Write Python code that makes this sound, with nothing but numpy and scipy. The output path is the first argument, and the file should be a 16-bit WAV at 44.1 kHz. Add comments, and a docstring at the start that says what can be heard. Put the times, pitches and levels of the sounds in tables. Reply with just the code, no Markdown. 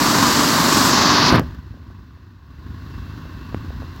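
"""A light helicopter runs on a forest road, its four-blade rotor slowly gaining speed.
Each passing blade makes the roar swell and adds a thud, over a low drone and a thin turbine whine.
After about a second a finger slides over the microphone port, the small hole that lets sound in.
The treble fades, the finger rubs and bumps, and then only a muffled rumble leaks past,
with a few small handling knocks."""
import sys
import numpy as np
from scipy import signal
from scipy.fft import rfft, irfft
from scipy.io import wavfile

SR = 44100
rng = np.random.default_rng(int(sys.argv[2]) if len(sys.argv) > 2 else 0)


def transcribe(signal):
    """Save signal, clipped to [-1, 1], as a 16-bit WAV file at the path in sys.argv[1]."""
    frames = np.atleast_2d(signal).T
    limited = np.clip(frames, -1, 1)
    pcm = np.round(limited * 32767).astype(np.int16)
    wavfile.write(sys.argv[1], SR, pcm)


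N = 176400  # 4 seconds


# How fast the blades go by: time_s, passes_per_s
BLADE_SPEED = [(0, 24.0), (.75, 24.0), (1.2, 24.45), (1.8, 25.0), (2.5, 25.15), (3, 25.45), (4, 25.7)]

def rotor_spin():
    """The rotor speeds up. Gives the blade passes per second and a running count of passes."""
    rate, = in_time(BLADE_SPEED)
    first_pass = 0.3814  # share of a cycle before the first blade arrives
    return rate, np.cumsum(rate) / SR + 1 - first_pass


# How much each band of the roar swells as a blade passes (below zero, it dips): pitch_hz, swell_db
ROAR_SWELL = [(60, 1.5), (250, 6.5), (600, -2), (1100, 5.5), (2500, 1.5), (6000, 2), (14000, 2)]

def rotor(passes, spread_db=2.5, thud_db=-4.5):
    """Rushing noise jumps at each blade pass and sinks again, and each blade adds a low thud."""
    blade, phase = np.floor(passes).astype(int), passes % 1
    strength = from_db(spread_db * rng.standard_normal(blade.max() + 1))[blade]
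    rise, fall = 0.016, 0.44  # shares of the time between two blades
    swell = (1 - np.exp(-phase / rise)) * np.exp(-phase / fall)
    swell = strength * swell / swell.max()
    noise_spectrum, hz = rfft(rng.standard_normal(N)), np.arange(N // 2 + 1) * SR / N
    centres_hz, roar = [f for f, _ in ROAR_SWELL], 0
    for (_, swell_db), this_band in zip(ROAR_SWELL, np.eye(len(ROAR_SWELL))):
        band = irfft(noise_spectrum * at_hz(np.c_[centres_hz, this_band], hz), N)
        roar = roar + band * rms_one(from_db(swell_db * swell))
    clicks = rms_one(np.diff(blade, prepend=blade[0]) * strength)  # one per blade
    thuds = cut(cut(clicks, 330, "low", order=4), 120, "high")
    return roar + from_db(thud_db) * thuds


# The low tones of the rotor: multiple_of_blade_rate, relative_level_db
DRONE_TONES = [(5, -30.5), (7, -32), (10, -31.5), (12, -32.5)]

def rotor_drone(passes):
    """The regular beat of the blades hums at whole multiples of the blade rate."""
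    return sum(from_db(db) * np.sqrt(2) * np.sin(2 * np.pi * (round(multiple) * passes + rng.random()))
               for multiple, db in DRONE_TONES)


def turbine(rate, full_rate=25.4, full_pitch_hz=2666):
    """A thin, unsteady whine rises with the shaft speed and grows louder until full_rate is reached."""
    flutter_db = 3 * rms_one(cut(rng.standard_normal(N), 9, "low"))
    jitter_hz = 45 * rms_one(cut(rng.standard_normal(N), 40, "low"))
    missing_rate = np.maximum(full_rate - rate, 0)
    level_db = -15.5 + flutter_db - 11 * missing_rate
    pitch_hz = full_pitch_hz * rate / full_rate + jitter_hz
    return from_db(level_db) * np.sin(2 * np.pi * np.cumsum(pitch_hz) / SR)


# The tone of the helicopter through the open port: pitch_hz, relative_level_db
OPEN_TONE = [(25, -42.5), (36, -32.5), (48, -15), (62, -14), (85, -9), (120, -6), (170, -3.5), (205, -4),
             (270, 0.5), (330, -4.5), (430, -10.5), (500, -13), (610, -10), (770, -11), (1030, -2),
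             (1200, -4), (1370, -10), (1560, -8.5), (1850, -12.5), (2300, -18), (3200, -18), (4500, -14.5),
             (5500, -18.5), (6300, -21.5), (7300, -23.5), (9000, -30), (12000, -67.5)]
# Where the treble ends as the finger closes in: time_s, cutoff_hz
TREBLE_EDGE = [(0, 8860), (.88, 8740), (.93, 7100), (1.1, 6300), (1.22, 5500), (1.28, 5900), (1.32, 5450),
               (1.4, 5000)]
# How far the treble is turned up or down: time_s, gain_db
TREBLE_GAIN = [(0, -1), (.4, 0), (.66, -1.5), (.74, 2), (1.2, -1), (1.295, 1), (1.315, -13), (1.4, -20)]
# The volume of the roar, dropping as the port shuts: time_s, gain_db
OPEN_GAIN = [(0, -14.5), (.35, -13.5), (.9, -14), (1.1, -12.5), (1.3, -13), (1.355, -13), (1.385, -16.5),
             (1.41, -33.5), (1.45, -59.5), (1.6, -74)]
# The tone of the hiss at the very top of the roar: pitch_hz, relative_level_db
HISS_TONE = [(7000, -21), (8700, 1.5), (9900, 1), (11200, 2.5), (16000, -0.5)]
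# The volume of that hiss: time_s, gain_db
HISS_GAIN = [(0, -29.5), (.88, -28.5), (.95, -34.5), (1.2, -39.5), (1.28, -38.5), (1.37, -44.5),
             (1.41, -76), (1.6, -111)]

def open_port(sound, resonance=1.325, treble_from_hz=3280):
    """The full roar comes in, under a ringing treble edge that falls as the port closes."""
    roar = colour(sound, OPEN_TONE)
    edge_hz, = in_time(TREBLE_EDGE)
    filtered, state, block = np.zeros(N), np.zeros((2, 2)), 256
    for i in range(0, N, block):  # a low-pass filter, retuned for each block and applied twice
        angle = 2 * np.pi * edge_hz[i] / SR
        cos, loss = np.cos(angle), np.sin(angle) / (2 * resonance)
        lowpass = np.array([(1 - cos) / 2, 1 - cos, (1 - cos) / 2, 1 + loss, -2 * cos, 1 - loss])
        lowpass /= 1 + loss
        filtered[i:i + block], state = signal.sosfilt([lowpass, lowpass], roar[i:i + block], zi=state)
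    filtered = rms_one(filtered)
    body = cut(cut(filtered, treble_from_hz, "low"), treble_from_hz, "low")
    treble = cut(cut(filtered, treble_from_hz, "high"), treble_from_hz, "high")
    treble *= from_db(in_time(TREBLE_GAIN)[0])
    hiss = colour(sound, HISS_TONE) * from_db(in_time(HISS_GAIN)[0])
    return (body + treble) * from_db(in_time(OPEN_GAIN)[0]) + hiss


# The tone of the helicopter through the finger: pitch_hz, relative_level_db
MUFFLED_TONE = [(22, -21.5), (34, -14.5), (48, -1), (62, 3.5), (88, 3), (125, -3.5), (200, -10.5),
                (261, -11.5), (370, -18.5), (480, -30.5), (630, -33), (770, -33.5), (950, -24), (1090, -19),
                (1320, -29.5), (1470, -23), (1870, -29), (2350, -39.5), (2700, -34), (3100, -37),
                (4100, -33.5), (5600, -42), (7600, -51), (9000, -61), (10800, -53), (12000, -53.5),
                (15800, -46)]
# How much leaks past the finger: time_s, rumble_gain_db, upper_gain_db
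LEAK_GAINS = [(1.44, -28.5, -43.5), (1.61, -39, -52.5), (1.64, -40.5, -52.5), (1.72, -38.5, -54),
              (2.41, -46, -58), (2.65, -37.5, -51), (2.92, -33.5, -46), (3.51, -34, -45.5),
              (3.54, -32, -45.5), (3.96, -34.5, -45), (4.0, -31, -44.5)]

def covered_port(sound, split_hz=590, rumble_boost_db=2):
    """Mostly bass gets past the finger; more gets through when it eases off."""
    muffled = colour(sound, MUFFLED_TONE)
    rumble_db, upper_db = in_time(LEAK_GAINS)
    rumble = rms_one(cut(muffled, split_hz, "low", order=6)) * from_db(rumble_db + rumble_boost_db)
    upper = rms_one(cut(muffled, split_hz, "high", order=6)) * from_db(upper_db)
    fade_in, = in_time([(1.29, 0), (1.38, 1)])
    return fade_in * (rumble - upper)


# The tone of the finger rubbing: pitch_hz, relative_level_db
RUB_TONE = [(30, -32.5), (70, -12.5), (125, 9), (300, -1.5), (700, -7), (2000, -51.5)]

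def finger_rub(middle_s=1.356, width_s=0.039, level_db=-15):
    """The finger makes a short, low rub as it closes the port."""
    t = np.arange(N) / SR
    swell = np.exp(-((t - middle_s) / width_s) ** 2 / 2)
    return colour(rng.standard_normal(N), RUB_TONE) * from_db(level_db) * swell


# Bumps of the hand on the microphone: start_s, strength_db, pitch_hz, tick_vs_knock_db
HAND_BUMPS = [(1.326, -0.5, 169, -30), (1.351, -2.5, 220, -18), (1.3586, -6, 210, 0.5),
              (1.396, -6.5, 220, -1), (1.548, -34, 300, 1), (1.741, -35.5, 523, -24),
              (1.773, -35.5, 520, -14), (1.903, -36, 520, -25), (2.174, -39, 550, -24.5),
              (3.254, -31, 450, -30), (3.526, -30, 520, -30), (3.5457, -11.5, 206, -14),
              (3.705, -25.5, 480, -30), (3.821, -25.5, 506, -30), (3.830, -27, 477, -24),
              (3.963, -36, 303, 8)]

def handling_knocks(ring_cycles=3.2, tick_s=0.00004, boost_db=2.5):
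    """Each knock is a jump in pressure with a tiny tick; it rings out within a few cycles."""
    knocks, ticks = np.zeros((2, N))
    for start_s, strength_db, pitch_hz, tick_db in HAND_BUMPS:
        start = int(start_s * SR)
        age = np.arange(min(SR // 10, N - start)) / SR
        cycles = pitch_hz * age
        ring = from_db(strength_db - 60 * cycles / ring_cycles) * np.cos(2 * np.pi * cycles)
        cutoff_hz = 3800 * from_db(0.37 * strength_db)  # harder knocks are brighter
        knocks[start:start + len(age)] += cut(ring, cutoff_hz, "low")
        ticks[start:start + len(age)] += from_db(strength_db + tick_db) * np.exp(-age / tick_s)
    return from_db(boost_db) * (knocks + cut(ticks, [7000, 11000], "bandstop", order=1))


def from_db(db):
    """Turn decibels into a number to multiply by."""
    return 10 ** (np.asarray(db) / 20)


def rms_one(x):
    """Scale a signal so its average size (rms) is 1."""
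    return x / np.sqrt(np.mean(x ** 2) + 1e-20)


def in_time(rows):
    """Join a table's rows with straight lines: one curve for each column after the time."""
    times_s, *columns = np.transpose(rows)
    return [np.interp(np.arange(N) / SR, times_s, column) for column in columns]


def at_hz(points, hz):
    """Read a table between its pitches, with every octave equally wide."""
    pitches_hz, values = np.transpose(points)
    return np.interp(np.log(np.maximum(hz, 1)), np.log(pitches_hz), values)


def colour(x, tone):
    """Turn each pitch up or down as a tone table says, then scale to rms 1."""
    hz = np.arange(N // 2 + 1) * SR / N
    return rms_one(irfft(rfft(x) * from_db(at_hz(tone, hz)), N))


def cut(x, hz, kind, order=2):
    """Filter: "low" keeps the lows, "high" keeps the highs, "bandstop" removes a band."""
    return signal.sosfilt(signal.butter(order, hz, kind, fs=SR, output="sos"), x + 1e-18)


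def scene():
    """The helicopter reaches one microphone, first through the open port, then past the finger."""
    rate, passes = rotor_spin()
    helicopter = rotor(passes) + rotor_drone(passes) + turbine(rate)
    mono = open_port(helicopter) + covered_port(helicopter) + finger_rub() + handling_knocks()
    return np.array([mono, mono])


def record(dry, lowest_hz=36, highest_hz=15900, ceiling=0.95):
    """Cut the deepest bass, round off the biggest peaks, then cut the highest treble."""
    trimmed = cut(dry, lowest_hz, "high", order=4)
    rounded = trimmed / (1 + np.abs(trimmed / ceiling) ** 6) ** (1 / 6)
    return signal.sosfilt(signal.ellip(12, .1, 80, highest_hz, fs=SR, output="sos"), rounded)


dry = scene()
out = record(dry)
transcribe(out)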